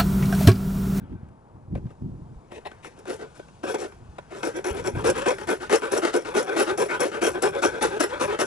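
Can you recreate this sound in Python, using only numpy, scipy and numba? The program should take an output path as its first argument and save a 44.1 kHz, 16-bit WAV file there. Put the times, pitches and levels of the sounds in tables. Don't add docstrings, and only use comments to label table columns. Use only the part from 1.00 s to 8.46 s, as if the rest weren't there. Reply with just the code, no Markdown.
import sys
import numpy as np
from scipy import signal
from scipy.fft import rfft, irfft, next_fast_len
from scipy.io import wavfile
from scipy.ndimage import uniform_filter1d
from numba import njit

SR = 44100
rng = np.random.default_rng(int(sys.argv[2]) if len(sys.argv) > 2 else 0)


def volts_from_db(level):
    exponent = np.asarray(level, float) / 20
    return 10 ** exponent


def persist_wave(psi):
    counts = np.round(np.clip(psi, -1, 1) * 32767).astype(np.int16)
    wavfile.write(sys.argv[1], SR, np.atleast_2d(counts).T)


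N = 328985

# (start [s], length [s], body level [dB], fin level [dB], tooth rate [Hz])
PUSH_STROKES = [(3.42, 0.081, -29.5, -37, 423.2), (3.638, .08, -27, -34.5, 400.3),
                (3.838, 0.058, -29, -34, 400.2), (4.037, 0.076, -21.5, -29.5, 476),
                (4.254, 0.063, -20.5, -27, 475), (4.474, 0.063, -21.5, -30, 396),
                (4.698, .068, -22, -28.5, 437), (4.908, 0.077, -21.5, -29, 436.6),
                (5.129, 0.055, -19.5, -30.5, 442.8), (5.338, .08, -20.5, -29, 424),
                (5.56, 0.072, -18.5, -26.5, 403.3), (5.772, 0.07, -21, -29.5, 444.8),
                (5.992, 0.07, -20, -30, 521.4), (6.209, .086, -21.5, -27.5, 419.2),
                (6.417, 0.062, -19.5, -28, 406.9), (6.616, .07, -22.5, -26.5, 408.8),
                (6.808, 0.059, -21.5, -26, 410), (6.993, 0.055, -22, -27.5, 350.4),
                (7.194, 0.063, -27, -28.5, 534), (7.385, 0.059, -23.5, -28, 367.2)]
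# (start [s], length [s], body level [dB], fin level [dB], tooth rate [Hz])
PULL_STROKES = [(3.536, 0.07, -34, -43, 371.4), (3.732, 0.089, -32, -38.5, 424),
                (3.943, 0.091, -33.5, -40.5, 399), (4.137, .12, -36, -35, 519),
                (4.376, .07, -39, -41, 423.8), (4.598, 0.058, -36.5, -39.5, 406),
                (4.812, 0.074, -29.5, -34, 465), (5.014, .085, -26.5, -33, 385),
                (5.244, .09, -36, -39, 460.8), (5.46, .11, -28, -35.5, 445.3),
                (5.662, 0.083, -29, -34.5, 382.4), (5.88, 0.1, -31.5, -33, 405.4),
                (6.113, .093, -32.5, -37.5, 444.7), (6.334, 0.069, -30.5, -40.5, 405),
                (6.517, .087, -30.5, -37, 505.5), (6.713, 0.09, -32.5, -40.5, 437.3),
                (6.899, 0.086, -29, -37, 410), (7.091, 0.099, -36, -36.5, 555.3),
                (7.272, 0.097, -30.5, -33.5, 455.2)]
# (start [s], length [s], body level [dB], fin minus body [dB], blade minus body [dB])
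TRIAL_SCRAPES = [(.74, .05, -52, -9, -30), (0.879, .05, -61.5, -3, -22), (1.505, 0.088, -42, -9, -25.5),
                 (1.649, 0.033, -44.5, 6, -20), (1.693, 0.055, -60, -19, -22),
                 (1.824, 0.061, -44.5, -3, -15.5), (1.96, .06, -51, -21, -27),
                 (2.063, 0.087, -32.5, -9, -19.5), (2.188, 0.064, -36, -12, -44), (2.34, .05, -60, -4, -9),
                 (2.629, .029, -27.5, -13, -26.5), (2.657, 0.067, -30, -6.5, -19),
                 (2.737, .022, -27.5, -7, -26), (2.777, 0.061, -33, -10.5, -16.5),
                 (2.824, 0.047, -36, -9, -23), (3.302, 0.072, -39.5, -10.5, -30),
                 (3.357, 0.062, -42.5, -8, -18)]
# (time [s], hiss [dB], fin rustle [dB])
BLADE_DRAG = [
    (0., -84, -59),
    (.35, -87, -73),
    (.72, -83, -82),
    (.77, -77, -86),
    (1.4, -76, -72),
    (1.6, -74, -61.5),
    (2.4, -65, -63),
    (2.9, -72.5, -66.5),
    (3.28, -69.5, -60),
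]
# (pitch [Hz], width [Hz], level [dB])
BODY_MODES = [(146, 33, -33), (230.4, 106, -14), (347, 86.3, -1), (385, 74.7, 0.5), (442, 85.6, -4.5),
              (555, 70.5, -2), (592.7, 78.4, -5), (724, 109, -13.5)]
# (pitch [Hz], width [Hz], level [dB])
FIN_MODES = [(851, 69, 0), (974, 63, 0.5), (1264, 283, -3.5), (1525, 84, 2.5), (1697, 260, -9),
             (2224, 266, -9), (2558, 304, -12), (3235, 226, -13), (3407, 550, -17.5)]
# (pitch [Hz], width [Hz], level [dB])
OUTER_FIN_MODES = [(710, 110, 4.5), (1080, 180, -3.5), (1820, 250, -4.5), (2150, 210, -5),
                   (2560, 200, -5.5), (4060, 510, -17)]
# (pitch [Hz], width [Hz], level [dB])
BLADE_MODES = [(4428, 380, -10), (5346, 130, 4.5), (5720, 660, 1), (7030, 1200, -9.5), (7417, 160, 2.5),
               (8340, 582, -6.5), (9000, 580, -9), (10030, 381, -4.5), (10640, 172, -6), (10963, 98.8, 5.5)]
# (frequency [Hz], level [dB per Hz])
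FRICTION_HISS = [(1200, -29), (2500, 2.5), (4000, 0.5), (7000, -0.5), (11000, -9), (12000, -8)]
# (time [s], peak [dB], ring minus peak [dB])
TOOTH_CATCHES = [(3.4302, -15, -16), (3.642, -17, -8.5), (4.0986, -15, 1), (4.3828, -20, -25),
                 (4.4713, -22, -8), (4.6947, -14.5, -16), (4.7547, -15, 0.5), (4.9183, -24, 5),
                 (4.9758, -20, 4), (5.249, -20.5, -25), (5.427, -25, -1), (5.6266, -27, 2),
                 (5.7744, -27, 6), (6.0033, -17.5, 4.5), (6.2159, -16.5, -11), (6.4215, -19.5, 3.5),
                 (7.002, -19.5, 5.5), (7.412, -14, -10), (7.4514, -38, 4)]
# (time [s], peak [dB], thud minus peak [dB], ring minus peak [dB])
BLADE_TAPS = [(.1244, -44, -2, -23), (.286, -48, 0, -12), (.7529, -32.5, 13.5, -29), (.7744, -42, 17, -20),
              (.8653, -44, 6, -27), (.9036, -38, 4.5, -22), (1.5173, -29, 3.5, -18),
              (1.6574, -27.5, -2.5, -27), (1.714, -30, -4, -31), (1.8442, -25, -8, -22),
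              (1.9887, -39.5, 5, -1.5), (2.0534, -30, 1, -16), (2.394, -31, 10, -23), (2.483, -39, -2, -11),
              (2.6382, -34, 9, -22), (2.743, -21.5, 14, -5), (2.9203, -35.5, -3, -37),
              (3.1832, -24.5, 3.5, -31)]
# (time [s], peak [dB], pitch [Hz])
WIND_SLAPS = [(0.017, -24.5, 181), (0.138, -32, 145), (0.231, -26.5, 194), (0.681, -28.5, 101),
              (0.725, -18, 172), (0.776, -22, 132), (0.856, -16.5, 145), (1.022, -20, 194),
              (1.089, -32, 113), (1.118, -21, 110), (1.219, -25.5, 140), (1.36, -31, 52),
              (2.969, -40, 57.1), (3.022, -28.5, 118), (3.089, -30.5, 69.9), (3.708, -24.5, 68),
              (3.878, -23, 256.4), (3.939, -22, 81), (4.059, -29, 91.5)]
# (crest time [s],
# level [dB], dying time [s])
GUSTS_AND_THUMPS = [(0.039, -38.5, 0.022), (.12, -37.5, 0.078), (.56, -54, 0.023), (0.731, -27.5, 0.067),
                    (.87, -46, 0.013), (1.04, -30.5, 0.083), (1.24, -48, .12), (3.03, -47, .08),
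                    (3.49, -54, 0.044), (3.72, -40.5, 0.057), (3.82, -39, 0.14), (3.95, -33, 0.045),
                    (4.07, -40.5, .15), (5.36, -57, .04), (5.74, -51, .2), (6.05, -55, 0.052), (6.31, -46, .05),
                    (6.46, -44, .06), (6.69, -47, .03), (6.84, -43, .07), (7.25, -48, .12), (7.42, -47, 0.098)]
# (frequency [Hz], level [dB per Hz])
WIND_SPECTRUM = [(26, -50), (45, 0), (134, 2.5), (352, -9), (493, -28), (595, -45), (666, -55), (727, -35),
                 (900, -55), (1170, -58), (1980, -120)]
# (frequency [Hz], level [dB per Hz])
STREET_SPECTRUM = [(59, -8.5), (100, -6.5), (203, -10.5), (278, -13.5), (473, -8), (564, -11.5),
                   (887, -9.5), (2030, -33.5), (2370, -35.5), (3000, -42), (11000, -48), (14300, -78),
                   (22000, -120)]
# (frequency [Hz], left minus right [dB])
PORT_LEVEL = [(60, 0.0), (110, 0), (190, 1), (350, 1), (630, 2.5), (1120, 3.5), (2020, 7), (3620, 9),
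              (6510, 10), (11700, 12)]
# (frequency [Hz], left lead [rad])
PORT_PHASE = [(0, 0.038), (260, -1.165), (950, -1.51), (3010, -1.09), (3960, -1.34), (5000, -0.91),
              (5510, -0.88), (5770, -1.5), (6290, -1.3), (7670, -0.9), (8180, -1.2), (11100, 0.18),
              (11400, -0.6), (11900, -0.2)]


def saw(jitter=0.1, scatter_db=4.5, rasp_db=-8, fin_rasp_db=3.5, chatter_db=1.5, grit_db=6.5, bare_db=-7):
    t = np.arange(N) / SR
    (body, fins, blade, dry), tooth_hz = arm()
    times, hiss_db, rustle_db = np.transpose(BLADE_DRAG)
    drag = volts_from_db(np.interp(t, times, hiss_db) - 1.0)
    rustle = volts_from_db(np.interp(t, times, rustle_db) - 1.0)

    spacing, bite = rng.standard_normal((N // 40, 2)).T
    clicks = teeth(tooth_hz, np.clip(1 + jitter * spacing, 0.4, 2), volts_from_db(scatter_db * bite))
    clicks = level(clicks - clicks.mean(), 0)
    rasp = rng.standard_normal(N) * volts_from_db(2.34 * walk(rate=270.0))
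    chip_decay = np.exp(-1 / (0.00024 * SR))
    chips = signal.lfilter([1], [1, -chip_decay], np.maximum(clicks, 0))
    grains = volts_from_db(grit_db * walk(rate=810.0)) * (0.5 + 0.2 * level(chips, 0))
    grit = rng.standard_normal(N) * grains + 0.3 * clicks
    chatter = volts_from_db(chatter_db * walk(rate=88.0))

    body_push = clicks + level(rasp, rasp_db)
    fin_push = clicks + level(rasp, fin_rasp_db)
    on_outer = t < 1.93
    layers = [  # drive, pressure, modes, wander of each mode [dB]
        (body_push, body, BODY_MODES, 2.5),
        (grit, blade, BLADE_MODES, 4.2),
        (fin_push, fins * ~on_outer + rustle, FIN_MODES, 3.6),
        (fin_push, fins * on_outer, OUTER_FIN_MODES, 3.6),
    ]
    rung = 0
    for push, press, modes, shift_db in layers:
        drive = push * chatter
        rung = rung + ring(drive * press, modes, shift_db) / np.std(ring(drive, modes))
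    friction = drag + dry + level(grains * chatter, bare_db) * blade
    return rung + coloured(FRICTION_HISS)[0] * friction


def arm(stretch=1.12, sharp=1.69, blade_crest=0.45, blade_sharp=2.33, glide=0.35, tail_s=0.023):
    t = np.arange(N) / SR
    press, hz = np.zeros((4, N)), np.full(N, 400.0)
    for start, length, crest, *db, tooth_hz in bites():
        end = start + stretch * length
        span = slice(int(start * SR), int(end * SR))
        u = np.clip((t[span] - start) / (stretch * length), 0, 1)
        plastic = hump(u, crest) ** sharp
        steel = hump(u, blade_crest) ** blade_sharp
        shapes = np.array([plastic, plastic, steel, steel])
        press[:, span] += volts_from_db(np.array(db) + 2.0)[:, None] * shapes
        hz[span] = tooth_hz * (1 + glide * (u - 0.5))
    fading = linger(press, tail_s)
    rubbing = linger(press, 0.09)
    share = np.array([[0.02], [0.04], [0.16], [0.05]])
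    return np.maximum(press, 0.45 * fading) + share * rubbing, hz


def hump(u, crest):
    return (u / crest) ** crest * ((1 - u) / (1 - crest)) ** (1 - crest)


def linger(press, seconds):
    keep = np.exp(-1 / (seconds * SR))
    return signal.lfilter([1 - keep], [1, -keep], press)


def bites():
    rows = []
    for start, length, db, fin, blade in TRIAL_SCRAPES:
        rows.append((start, length, 0.4, db, db + fin, db + blade, db + blade - 8, 410))
    for strokes, crest, blade_db, drift in ((PUSH_STROKES, 0.41, -11.5, 0.04),
                                            (PULL_STROKES, 0.37, -16.5, -4)):
        for start, length, db, fin, hz in strokes:
            blade = fin + blade_db + drift * (start - 4)
            rows.append((start, length, crest, db, fin, blade, -np.inf, hz))
    return sorted(rows)


@njit
def teeth(hz, stretch, size):
    clicks, phase, k = np.zeros(len(hz)), 0.0, 0
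    for i in range(len(hz)):
        phase += hz[i] * stretch[k] / SR
        if phase >= 1:
            phase, k = phase - 1, k + 1
            clicks[i] = size[k]
    return clicks


def ticks(crack_s=0.0046, thud_s=0.00082, catch_thud_db=-1.5):
    t = np.arange(2048) / SR
    out = np.zeros(N + len(t))
    rows = BLADE_TAPS + [(s, db, catch_thud_db, ring_db) for s, db, ring_db in TOOTH_CATCHES]
    blows = rng.standard_normal((len(rows), len(t)))
    for (start, db, thud_db, ring_db), blow in zip(rows, blows):
        crack = blow * np.exp(-t / crack_s) * np.minimum(t / 0.00048, 1)
        thud = blow * np.exp(-t / thud_s)
        parts = ring(thud, BODY_MODES), ring(crack, FIN_MODES), ring(crack, BLADE_MODES)
        for part, part_db in zip(parts, (db + thud_db, db, db + ring_db)):
            out[int(start * SR):][:len(t)] += volts_from_db(part_db - 6.5) * part / np.max(np.abs(part))
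    return out[:N]


def echoes(x, t60_s=0.046, low_hz=1330.0):
    t = np.arange(4096) / SR
    out = 0
    for path in range(2):
        decay = np.exp(-np.log(1000) * t / t60_s) * (t > 0.002)
        tails = level(rng.standard_normal((2, len(t))) * decay, -39)
        tails = signal.lfilter(*signal.butter(2, low_hz, "high", fs=SR), tails)
        sway = level(np.array([walk(rate=30.0), walk(rate=30.0)]), 0)
        out = out + signal.fftconvolve(x * sway, tails, axes=1)[:, :N]
    return out


def slaps(cycles=1.55):
    t = np.arange(4096) / SR
    out = np.zeros(N + len(t))
    for start, db, hz in WIND_SLAPS:
        swing = np.sin(2 * np.pi * hz * t) * np.exp(-(t * hz / cycles) ** 2)
        out[int(start * SR):][:len(t)] += volts_from_db(db - 5.0) * swing
    return out[:N]


def wind(flutter_db=3.5, apart=0.33, breeze_db=-54.5, rise_s=0.016):
    t = np.arange(N) / SR
    gusts = 0
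    for crest, db, dying_s in GUSTS_AND_THUMPS:
        gusts = gusts + volts_from_db(db) * np.exp(np.where(t < crest, (t - crest) / rise_s, (crest - t) / dying_s))
    shared, left, right = coloured(WIND_SPECTRUM, channels=3)
    gain = volts_from_db(flutter_db * walk(rate=30.0)) * (volts_from_db(breeze_db) + gusts)
    return ports(gain * shared) + apart * gain * np.array([left, right])


def far_street():
    return coloured(STREET_SPECTRUM, channels=3) * volts_from_db(-55 + 0.91 * walk(rate=2.65))


def ports(x):
    size = next_fast_len(N + SR)
    hz = np.arange(size // 2 + 1) * SR / size
    lead = np.interp(hz, *np.transpose(PORT_PHASE))
    half = volts_from_db(curve(PORT_LEVEL, hz) / 2) * np.exp(0.5j * lead)
    return irfft(rfft(x, size) * np.array([half, 1 / half]), size)[:, :N]


def ring(x, modes, shift_db=0.0):
    out = 0
    for k, (hz, width, db) in enumerate(modes):
        drive = x * volts_from_db(shift_db * walk(rate=26.0)) if shift_db else x
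        mode = signal.lfilter(*signal.iirpeak(hz, hz / width, SR), drive)
        out = out + (-1) ** k * volts_from_db(db) * mode
    return out


def walk(rate):
    k = int(SR / rate)
    held = np.repeat(rng.standard_normal(N // k + 1), k)
    return 0.76 * uniform_filter1d(uniform_filter1d(held, k), k)[:N]


def coloured(table, channels=1):
    size = next_fast_len(N)
    gain = volts_from_db(curve(table, np.arange(size // 2 + 1) * SR / size))
    noise = rng.standard_normal((channels, size))
    return level(irfft(rfft(noise) * gain, size)[:, :N], 0)


def curve(table, hz):
    points = np.array(table)
    return np.interp(np.log(hz + 1), np.log(points[:, 0] + 1), points[:, 1])


def level(x, db):
    return x * volts_from_db(db) / np.sqrt(np.mean(x ** 2))


def scene():
    work = saw() + ticks()
    street = far_street()
    near = ports(work + slaps() + 1.075 * street[0])
    scattered = volts_from_db(-5) * echoes(work)
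    return near + scattered + 0.18 * street[1:] + wind()


def top_cut(x):
    return signal.sosfilt(signal.butter(12, 12300, fs=SR, output="sos"), x)


def record(dry):
    low_pass = signal.ellip(10, 0.2, 65, 11100, fs=SR, output="sos")
    cut = signal.sosfilt(low_pass, dry)
    mix = cut - 0.043 * cut ** 3
    return top_cut(mix)


dry = scene()
out = record(dry)
persist_wave(out)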